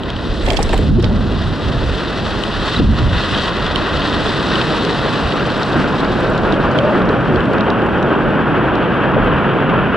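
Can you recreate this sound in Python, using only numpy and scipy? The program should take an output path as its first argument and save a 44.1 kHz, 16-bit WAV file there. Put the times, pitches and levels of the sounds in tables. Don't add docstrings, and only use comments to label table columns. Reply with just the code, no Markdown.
import sys
import numpy as np
from scipy import signal
from scipy.fft import rfft, irfft, next_fast_len
from scipy.io import wavfile
from scipy.ndimage import uniform_filter1d

SR = 44100
rng = np.random.default_rng(int(sys.argv[2]) if len(sys.argv) > 2 else 0)


def magnitude_from_level(level_db):
    exponent = np.asarray(level_db, float) / 20
    return 10 ** exponent


def master_out(mix):
    frames = np.transpose(np.atleast_2d(mix))
    ceiling = np.clip(frames, -1, 1)
    pcm = np.round(ceiling * 32767).astype(np.int16)
    wavfile.write(sys.argv[1], SR, pcm)


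N = 439236
TIME = np.arange(N) / SR
SLOW_TIME = TIME[::40]
SIZE = next_fast_len(N + SR)
HZ = np.arange(SIZE // 2 + 1) * SR / SIZE + 1e-3


def in_time(rows):
    s, *columns = np.transpose(rows)
    return [np.interp(TIME, s, column) for column in columns]


def at_hz(points):
    hz, value = np.transpose(points)
    return np.interp(np.log(HZ), np.log(hz + 1), value)


def rms_one(x):
    return x / np.sqrt(np.mean(x ** 2) + 1e-20)


def band_pass(x, order, low_hz, high_hz):
    return signal.sosfilt(signal.butter(order, [low_hz, high_hz], "band", fs=SR, output="sos"), x)


def low_pass(x, order, hz):
    return signal.sosfilt(signal.butter(order, hz, fs=SR, output="sos"), x)


def decay(t, t60):
    return magnitude_from_level(-60 * t / t60)


def ring(hz, t60):
    t = np.arange(int(0.15 * SR)) / SR
    return np.sin(2 * np.pi * hz * t) * decay(t, t60)


def add(out, s, pulse):
    at = round(s * SR)
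    out[..., at:at + pulse.shape[-1]] += pulse[..., :N - at]


def drift(rate):
    r = np.exp(-80 * np.pi * rate / SR)
    noise = rng.standard_normal(N // 40 + 2002)
    slow = signal.lfilter([1], [1, -2 * r, r * r], noise)[2000:]
    return np.interp(np.arange(N) / 40, np.arange(len(slow)), rms_one(slow))


def impacts(per_s, spread_db, blur):
    excess_db = spread_db * np.minimum(rng.exponential(1, (2, N)), 4)
    sizes = magnitude_from_level(excess_db) * rng.choice([-1, 1], (2, N), p=[0.42, 0.58])
    kicks = sizes * (rng.random((2, N)) < per_s / SR)
    kicks = rms_one(kicks - kicks.mean())
    blur = np.clip(blur, 0, 1)
    return np.sqrt(1 - blur) * kicks + np.sqrt(blur) * rng.standard_normal((2, N))


# frequency in Hz, difference relative to the sum in dB,
# share tied to the sum from 0 to 1, phase shift in radians.
PORT_PAIR = [(60, -11, 0.58, -2.5), (130, -10, 0.5, -2), (260, -7.5, 0.7, -1.82), (500, -12, 0.72, -1.5),
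             (1100, -12.5, 0.6, -1.15), (1500, -24, 0.3, -15), (1900, -14.5, 0.22, -0.5),
             (2250, -2, 0.1, 1.5), (2700, -11, 0.7, -1.0), (5000, -11.5, 0.38, -1.2),
             (6500, -5, 0.09, -2.5), (7500, -7.5, 0.16, -26.5), (9500, 7.5, 0.08, 15),
             (10500, 4.5, 0.05, 11), (12500, -3.5, 0.05, -3.5)]


def ports(pair):
    direct, diffuse = rfft(pair, SIZE)
    hz, side_db, tied, turn = np.transpose(PORT_PAIR)
    tied = np.clip(at_hz(np.c_[hz, tied]), 0, 1)
    shift = np.exp(1j * at_hz(np.c_[hz, np.unwrap(turn)]))
    mixed = np.sqrt(tied) * shift * direct + np.sqrt(1 - tied) * diffuse
    side = magnitude_from_level(at_hz(np.c_[hz, side_db])) * mixed
    return np.array([direct + side, direct - side])


def coloured(pair, colour, band_hz, tilt, patchy_db, flicker):
    spectrum = ports(pair) * magnitude_from_level(at_hz(colour))
    inside = (HZ > band_hz[0]) & (HZ < band_hz[1])
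    spectrum /= np.std(irfft(spectrum.mean(axis=0) * inside, SIZE)[:N])
    out, together, pivot = 0, drift(flicker), np.sqrt(band_hz[0] * band_hz[1])
    for centre in 30 * 2. ** np.arange(10):
        share = np.clip(1 - np.abs(np.log2(HZ / centre)), 0, 1)
        gain_db = tilt * np.clip(np.log2(centre / pivot), -3, 1.6)
        gain_db = gain_db + patchy_db * (together + drift(flicker))
        out = out + magnitude_from_level(gain_db) * irfft(spectrum * share, SIZE)[:, :N]
    return out


# time in seconds, level in dB, tilt in dB per octave.
ROAR = [(0.0, -28.5, -3), (0.8, -24, -3.5), (1.2, -25, -2.5), (1.7, -25.5, -1.5), (2.5, -23, 0),
        (3.2, -24.5, -1.5), (3.7, -22.5, -0.5), (4.6, -19, 0), (5.68, -19, 2), (5.8, -17, 1),
        (6.1, -16.5, 0.5), (6.3, -17, 0.5), (6.55, -16, 0.9), (6.9, -15.5, 1), (7.05, -15.5, 0.5),
        (7.4, -16, 0.5), (9.0, -15.5, 1.7), (9.96, -15.5, 1.95)]
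# frequency in Hz, density in dB per Hz.
ROAR_COLOUR = [(13, -50.5), (22, -18.5), (54, -6), (227, -5), (282, -1.5), (403, -2.5), (650, -7),
               (779, -9.5), (1550, -11), (2150, -26), (2680, -22.5), (3240, -27.5), (4270, -47),
               (6810, -70.5), (9990, -67.5), (14600, -77), (15500, -72.5)]


def roar(duck_db):
    level_db, tilt = in_time(ROAR)
    blows = impacts(per_s=2500, spread_db=1.0, blur=0.54)
    gain = magnitude_from_level(level_db + slabs() - 0.44 * duck_db)
    tilt = tilt - 0.085 * duck_db
    return gain * coloured(blows, ROAR_COLOUR, (300, 1500), tilt, patchy_db=0.89, flicker=19.0)


# time in seconds, lift in dB (negative
SLABS = [(0.498, 2), (0.6, 0), (0.74, -4), (1.04, 8), (2.68, 4), (3.36, 5), (5.73, -3), (5.8, 3),
         (6.378, 1.5), (6.413, -2), (9.18, 2.5), (9.7, 5)]


def slabs():
    rise_s, fall_s = 0.014, 0.026
    s, lift_db = np.transpose(SLABS)[:, :, None]
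    after = SLOW_TIME - s
    shape = np.clip(np.minimum(1 + after / rise_s, 1 - after / fall_s), 0, 1)
    return np.interp(TIME, SLOW_TIME, np.sum(lift_db * shape, axis=0))


# middle in seconds, length in seconds, level in dB, pitch in Hz.
BOULDERS = [(0.494, 0.029, -24, 794), (0.537, 0.043, -22, 616), (0.739, 0.022, -22.5, 990),
            (0.92, 0.07, -27, 160), (0.982, 0.24, -18.5, 105), (1.15, 0.096, -24, 192),
            (2.825, 0.039, -18, 197), (2.9, 0.051, -24, 180), (3.03, 0.083, -24, 130),
            (3.097, 0.078, -31, 90), (7.079, 0.23, -27, 1100), (4.845, 0.091, -24, 252),
            (7.3, 0.098, -20, 146), (9.173, 0.056, -28, 248), (8.682, 0.11, -24, 60),
            (3.096, 0.19, -31, 573), (3.946, 0.32, -28, 550), (5.779, 0.16, -24.5, 312),
            (6.097, 0.14, -42, 556), (6.299, 0.19, -19.5, 556), (6.552, 0.17, -21, 605),
            (6.851, 0.26, -17.5, 572), (6.934, 0.13, -22, 282), (7.2, 0.04, -20, 138),
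            (7.336, 0.085, -18.5, 350), (7.472, 0.058, -16, 248), (7.54, .15, -22, 595),
            (8.696, 0.43, -24, 315), (9.25, 0.14, -20.5, 184), (0.815, 0.047, -27, 302),
            (0.89, 0.022, -17, 272), (0.962, 0.027, -16, 252), (0.995, 0.022, -15, 340),
            (2.9, 0.089, -19, 197), (2.81, 0.03, -17, 300), (4.87, 0.084, -21.5, 380),
            (7.33, 0.081, -22, 149), (8.8, 0.13, -26, 274), (1.75, 0.25, -23, 138),
            (9.18, 0.024, -19.5, 520)]


def boulders():
    width = 1.13
    out = np.zeros(N)
    noises = rng.standard_normal((len(BOULDERS), SR // 2))
    for (middle, length, level_db, hz), noise in zip(BOULDERS, noises):
        t = np.arange(noise.size) / SR - 0.25
        swell = np.cos(np.pi * np.clip(t / (2 * length), -0.5, 0.5)) ** 2
        rumble = rms_one(band_pass(noise, 2, hz / width, hz * width))
        add(out, middle - 0.25, magnitude_from_level(level_db) * swell * rumble)
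    return out * magnitude_from_level([[0.3], [-0.3]])


# time in seconds, level in dB, tilt in dB per octave.
SHOWER = [(0.0, -42, -4.5), (0.36, -33, 1.5), (0.55, -38.5, 1), (0.85, -31.5, 2.5), (1.14, -37, -0.5),
          (2.05, -32, -0.9), (2.45, -31.5, 0.5), (2.76, -26.5, -0.5), (3.13, -28, -2), (3.25, -27.5, -1.5),
          (3.45, -27.5, -1), (3.53, -31, -2.5), (3.83, -30.5, -2.5), (4.1, -28.5, -1), (4.63, -28, -0.5),
          (5.08, -30, -0.5), (5.85, -34, 0.5), (6.6, -40.5, -0.5), (7.5, -47.5, 3), (9.96, -56.5, 3)]
# frequency in Hz, density in dB per Hz.
SHOWER_COLOUR = [(410, -14.5), (700, -4.5), (757, -12), (1010, -1.5), (1690, -4.5), (1970, -3.5),
                 (2220, -18.5), (2590, -6.5), (3730, -4.5), (5360, -17.5), (5950, -22.5), (6250, -27),
                 (6590, -29), (7900, -28), (9300, -36.5), (10200, -51), (11200, -52.5), (14500, -55),
                 (15500, -66)]


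def shower(duck_db):
    level_db, tilt = in_time(SHOWER)
    grains = impacts(per_s=3000, spread_db=3.0, blur=0.51)
    gain = magnitude_from_level(level_db - 1.36 - duck_db)
    tilt = tilt + 0.043 * duck_db
    return gain * coloured(grains, SHOWER_COLOUR, (3600, 6000), tilt, patchy_db=1.12, flicker=22)


def cracks(rows, side_db, t60, tone, width):
    out, noises = np.zeros((2, N)), rng.standard_normal((len(rows), int(0.07 * SR)))
    t = np.arange(noises.shape[1]) / SR
    for (s, peak_db, hz, snap_db), noise in zip(rows, noises):
        pan_db = side_db + 11 * noise[-1]
        puff = noise * decay(t, t60)
        stone = band_pass(tone * ring(hz, t60)[:noise.size] + 0.4 * puff, 3, hz / width, hz * width)
        stone += magnitude_from_level(snap_db + 3.5) * band_pass(puff, 2, 6800, 9300)
        sharp_front = np.diff(noise * decay(t, 0.0035), prepend=0)
        stone += magnitude_from_level(snap_db - 7) * sharp_front
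        add(out, s, magnitude_from_level(peak_db + 2.5) * magnitude_from_level([[pan_db / 2], [-pan_db / 2]]) * stone)
    return out


# time in
# seconds, peak in dB, pitch in Hz, snap in dB.
STONES = [(0.0344, -15.5, 3180, -27), (0.1022, -9, 3250, -29), (0.165, -14, 3100, -33),
          (2.4367, -11, 3000, -26), (3.481, -10, 3240, -40), (4.097, -11, 3600, -35),
          (4.6137, -3, 3120, -42), (5.428, -19, 3760, -36), (5.6317, -13, 4360, -38),
          (6.004, -22, 3930, -24), (6.205, -29, 3190, -9), (6.3014, -26, 3360, -13),
          (6.378, -16, 3970, -24), (6.5238, -14.5, 3770, -37.5), (6.787, -9, 3100, -43),
          (5.731, -21, 4260, -32), (7.0189, -18, 3580, -36), (7.0905, -19, 3930, -36),
          (7.2826, -17, 3240, -36), (4.85, -16, 4300, -36), (7.3593, -16, 3360, -43),
          (7.4056, -16, 2960, -43), (7.4544, -29, 4030, -20), (7.5338, -26, 4460, -14),
          (7.583, -18, 3700, -43), (7.6081, -16, 3700, -40), (7.7025, -14.5, 3800, -43),
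          (7.8195, -22.5, 3000, -31), (8.0277, -20.5, 3780, -29), (8.754, -30, 4000, -28),
          (3.237, -9, 3300, -40), (3.289, -17, 3400, -38), (3.3494, -6, 3100, -40),
           (3.3757, -5, 3160, -38), (3.3966, -12, 3150, -38), (3.5675, -14, 3300, -40),
           (3.665, -5.5, 3400, -38), (3.759, -6.5, 3020, -38), (3.9723, -7.5, 3160, -35),
           (4.0192, -6.5, 3100, -38), (4.2662, -12, 3460, -41), (4.4004, -15, 3400, -38),
           (4.4703, -10, 3480, -38), (4.555, -5, 2990, -34), (4.91, -13, 3850, -43),
           (4.9294, -12, 3700, -42), (5.322, -13, 3080, -38), (5.397, -12, 2780, -42),
           (5.502, -10, 3290, -40),
          (5.9095, -33, 5230, -18), (6.0467, -25, 4450, -28), (6.3344, -28, 4570, -24),
         (6.4194, -35, 4490, -16), (6.4384, -44, 4500, -20), (6.714, -30, 4650, -18),
         (6.779, -31, 4900, -16), (6.815, -35, 4530, -20), (6.8494, -36, 4760, -23),
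         (6.9202, -34.5, 4680, -18), (6.9554, -31, 4410, -17), (7.0559, -36, 5500, -17),
         (7.2444, -43, 4500, -18), (6.541, -18, 3300, -40), (7.3512, -37, 4760, -15),
         (7.3964, -44, 4430, -14), (7.3404, -33, 4800, -24), (7.7194, -46, 4400, -16),
         (7.8037, -38.5, 4630, -14.5), (7.8371, -45, 4590, -16.5), (7.865, -32, 4570, -15),
         (7.9254, -40, 4610, -19.5), (8.026, -34, 4300, -20), (8.0666, -41, 4430, -18),
         (8.1863, -43, 4480, -20), (8.756, -35, 5170, -19), (8.9014, -47, 4400, -15.5),
         (8.9241, -46, 4420, -22), (9.1174, -40, 4740, -21.5), (9.2464, -40, 4400, -14)]


def stones():
    rows = STONES
    near = magnitude_from_level(3) * cracks(rows, side_db=0, t60=0.011, tone=0.35, width=1.377)
    return low_pass(near, 6, 9500)


# time in seconds, peak in dB, pitch in Hz.
PINGS = [
    (2.762, -5.5, 3880),
]


def pings():
    rise_s = 0.004
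    out = np.zeros(N)
    for s, peak_db, hz in PINGS:
        tone = ring(hz, t60=0.031)
        onset = np.minimum(np.arange(tone.size) / SR / rise_s, 1)
        add(out, s, magnitude_from_level(peak_db) * tone * onset)
    return out


# start in seconds, hold in seconds, level in dB, eddy pitch in Hz.
GUSTS = [(0.306, .01, -13, 45), (0.44, 0.029, -14, 34.2), (0.527, .15, -16, 22), (0.686, 0.086, -15, 24.8),
         (0.81, 0.049, -9, 104), (0.9, 0.07, -5, 97), (1.01, 0.11, -10, 85.5), (1.135, 0.072, -11.5, 90),
         (1.24, 0.26, -13.5, 93), (1.666, 0.013, -13.5, 69.6), (1.767, 0.16, -15, 75),
         (2.21, 0.17, -20, 90), (2.582, 0.045, -18.5, 90), (2.792, 0.042, -9, 115), (2.868, 0.06, -7, 56.3),
         (3.002, 0.071, -10, 80.5), (3.082, 0.045, -13, 60), (3.128, 0.045, -14, 70),
         (3.32, 0.022, -17, 45), (3.552, 0.28, -26, 49.6), (3.946, 0.032, -14, 40),
         (4.103, 0.17, -22, 81.4), (5.25, 0.017, -15, 49.7), (5.77, 0.016, -13, 109),
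         (5.995, 0.68, -24.5, 45), (7.026, .02, -16, 170), (7.335, 0.049, -16, 100),
         (7.413, 0.061, -26, 168), (8.215, 0.087, -22, 121), (8.53, 0.032, -30, 170),
         (9.14, 0.069, -15, 153), (9.2, 0.16, -20, 70), (9.73, 0.11, -19, 148)]


def gust_levels():
    rise_db_s, fall_db_s, loss_db_oct = 299, 273.5, 8.5
    start, hold, level_db, hz = np.transpose(GUSTS)[:, :, None]
    shape_db = level_db - rise_db_s * np.maximum(start - SLOW_TIME, 0)
    shape_db = shape_db - fall_db_s * np.maximum(SLOW_TIME - start - hold, 0)
    swell_db = in_time(ROAR)[0] + 21
    levels = []
    # eddy Hz, calm level dB, dB per dB of roar
    for eddy_hz, calm_db, follows in [(26, -39, -0.66), (63, -31, -0.54), (155, -24.5, 1)]:
        away_db = loss_db_oct * np.abs(np.log2(hz / eddy_hz))
        power = np.sum(magnitude_from_level(shape_db - away_db) ** 2, axis=0)
        power = np.interp(TIME, SLOW_TIME, power) + magnitude_from_level(calm_db + follows * swell_db) ** 2
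        levels.append(10 * np.log10(power))
    return levels


def eddies(low_hz, high_hz, even):
    swings = irfft(ports(rng.standard_normal((2, N))), SIZE)[:, :N]
    swings = rms_one(band_pass(swings, 3, low_hz, high_hz))
    height = uniform_filter1d(swings.mean(axis=0) ** 2, int(1.5 * SR / low_hz)) + 0.03
    return rms_one(swings / height ** (even / 2))


def wind(thump_db, buffet_db, flutter_db):
    gusts = magnitude_from_level(thump_db) * eddies(26.0, 47.4, even=0.74)
    gusts += magnitude_from_level(buffet_db - 2.5) * eddies(37.0, 102.5, even=0.85)
    gusts += magnitude_from_level(flutter_db - 2.0) * eddies(116.0, 245.0, even=0.38)
    return 0.71 * np.tanh(gusts / 0.56)


def duck(buffet_db, flutter_db):
    knee_db, slope, smooth_s = -17.5, 0.81, 0.082
    load_db = 10 * np.log10(magnitude_from_level(buffet_db - 4) ** 2 + magnitude_from_level(flutter_db) ** 2)
    return uniform_filter1d(slope * np.maximum(load_db - knee_db, 0), size=int(smooth_s * SR))


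# start in seconds, hold in seconds, loss in dB.
GRABS = [
    (0.9, 0.095, 3.5),
    (1.012, 0.01, 5),
    (1.067, 0.043, 0),
    (2.808, 0.032, 6.5),
    (2.851, 0.13, 5.5),
    (3.001, 0.12, 3),
    (6.403, 0.026, 2.5),
]


def grabs():
    edge_s = 0.0067
    start, hold, loss_db = np.transpose(GRABS)[:, :, None]
    inside = np.minimum(SLOW_TIME - start, start + hold - SLOW_TIME)
    shape = np.clip(1 + inside / edge_s, 0, 1)
    return np.interp(TIME, SLOW_TIME, np.sum(loss_db * shape, axis=0))


# time in seconds, peak in dB, pitch in Hz, snap in
# dB.
GRIT = [(0.4544, -26, 3370, -10), (0.464, -14, 3400, -25), (0.485, -7, 2670, -30), (0.492, -27, 4300, -25),
        (0.4885, -21.5, 5000, -20), (0.496, -26, 3600, -27), (0.507, -19, 4730, -27),
        (0.569, -5.5, 3400, -35), (0.573, -21, 5100, -22), (0.5028, -5.5, 3180, -30.5),
        (0.5212, -20, 3240, -14), (0.5322, -8, 3320, -24), (0.554, -28, 3050, -17),
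        (0.5643, -19, 4480, -33), (0.591, -22, 2970, -12.5), (0.6282, -14.5, 5630, -30),
        (0.7033, -31, 3240, -22), (0.7344, -33, 4000, -1), (0.7414, -26, 3020, -16),
        (0.692, -14, 2700, -25), (0.731, -3, 1800, -29), (0.887, -17, 1500, -33),
        (0.7774, -14, 2980, -18.5), (0.9971, -24, 3260, -18.5), (1.0253, -27, 5140, -27),
        (1.042, -13, 3200, -39.5), (2.6564, -23, 3150, -24), (2.9866, -15, 3450, -38.5)]


def grit():
    return cracks(GRIT, side_db=-9.5, t60=0.027, tone=0.2, width=1.58)


# time in seconds, peak in dB, pitch in Hz.
KNOCKS = [(0.468, -21, 465), (0.478, -9, 583), (0.485, -12, 377), (0.499, -13, 690), (0.513, -9, 605),
          (0.537, -18, 570), (0.529, -16, 393), (0.59, -6.5, 804), (0.603, -7, 453), (0.673, -17, 536),
          (0.697, -13, 653), (0.7318, -10.5, 965), (0.737, -5, 440), (0.741, -12, 760), (0.792, -8.5, 447),
          (0.831, -14, 372), (0.998, -11, 354), (1.023, -22, 390), (1.108, -17, 378), (2.8, -4, 318),
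          (5.729, -8.5, 402), (6.426, -12, 674), (7.101, -7.5, 465), (9.168, -9, 530), (9.182, -4.5, 470)]


def knocks():
    out, t60 = np.zeros(N), 0.038
    for s, peak_db, hz in KNOCKS:
        body = ring(hz, t60) + 0.31 * ring(1.37 * hz, t60) + 0.071 * ring(0.58 * hz, 0.55 * t60)
        add(out, s, magnitude_from_level(peak_db + 1.0) * body)
    return low_pass(out, 2, 2500) * magnitude_from_level([[1.5], [-1.5]])


# time in seconds, level in dB.
RATTLE = [
    (0.42, -60),
    (0.448, -46),
    (0.596, -45),
    (0.722, -56.5),
    (0.742, -37.5),
    (0.75, -53),
    (0.83, -56),
]
# frequency in Hz, density in dB per Hz.
RATTLE_COLOUR = [(530, -40), (900, 3), (1120, -3), (1300, -25.5), (1420, -19), (1540, -6.5), (1800, 0),
                 (5000, -20), (6500, -28.5), (7700, -16), (9200, -27.5), (15500, -41)]


def rattle():
    level_db, = in_time([(0.4, -90), *RATTLE, (0.86, -90)])
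    ticks = impacts(per_s=1700, spread_db=10.0, blur=0.58)
    ticks = rfft(ticks[0] + 0.69 * ticks[1] * [[1], [-1]], SIZE) * magnitude_from_level(at_hz(RATTLE_COLOUR))
    inside = (HZ > 7000) & (HZ < 12000)
    ticks /= np.std(irfft(ticks.mean(axis=0) * inside, SIZE)[:N])
    return magnitude_from_level(level_db) * irfft(ticks, SIZE)[:, :N]


# frequency in Hz, density in dB per Hz.
HISS_COLOUR = [(8000, -19.5), (10300, -3.5), (11500, -0.5), (13500, -2.5), (14600, -3), (15400, -11)]


def hiss():
    shared, own = rng.standard_normal((2, N))
    noise = rfft(shared + 0.7 * own * [[1], [-1]], SIZE)
    noise = noise * magnitude_from_level(at_hz([(4000, -60), *HISS_COLOUR]))
    return magnitude_from_level(-67) * rms_one(irfft(noise, SIZE)[:, :N])


def scene():
    thump_db, buffet_db, flutter_db = gust_levels()
    duck_db = duck(buffet_db, flutter_db) + grabs()
    slope = roar(duck_db) + boulders() + shower(duck_db) + stones() + pings()
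    air = wind(thump_db, buffet_db, flutter_db)
    housing = grit() + knocks() + rattle()
    return slope + air + housing + hiss()


def gated(x):
    lead = 491
    sum_and_side = np.pad([x[0] + x[1], x[0] - x[1]], [(0, 0), (lead, 0)])
    hz, _, lines = signal.stft(sum_and_side, SR, "hann", 2048)
    power = uniform_filter1d(np.abs(lines) ** 2, size=3, axis=1)
    top = power[:, (hz > 12200) & (hz < 14400)].mean(axis=1)
    top_db = uniform_filter1d(10 * np.log10(top + 1e-20), size=5)
    loud = power[0, (hz > 3000) & (hz < 5000)].mean(axis=0)
    loud_db = uniform_filter1d(10 * np.log10(loud + 1e-20), size=9)
    top_db = np.maximum(top_db, loud_db - 47.5)
    margin_db = np.array([[2.0], [1.2]])
    keep = power > magnitude_from_level(top_db + margin_db)[:, None] ** 2
    keep = keep | (hz < 6000)[:, None]
    total, side = signal.istft(lines * keep, SR, "hann", 2048)[1][:, lead:N + lead]
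    return np.array([total + side, total - side]) / 2


def roll_off(x):
    return signal.sosfilt(signal.butter(12, 15690, fs=SR, output="sos"), x)


def record(dry):
    ceiling, knee = 1.05, 3.0
    held = 0.9 * dry / (1 + np.abs(dry / ceiling) ** knee) ** (1 / knee)
    return roll_off(gated(held))


dry = scene()
out = record(dry)
master_out(out)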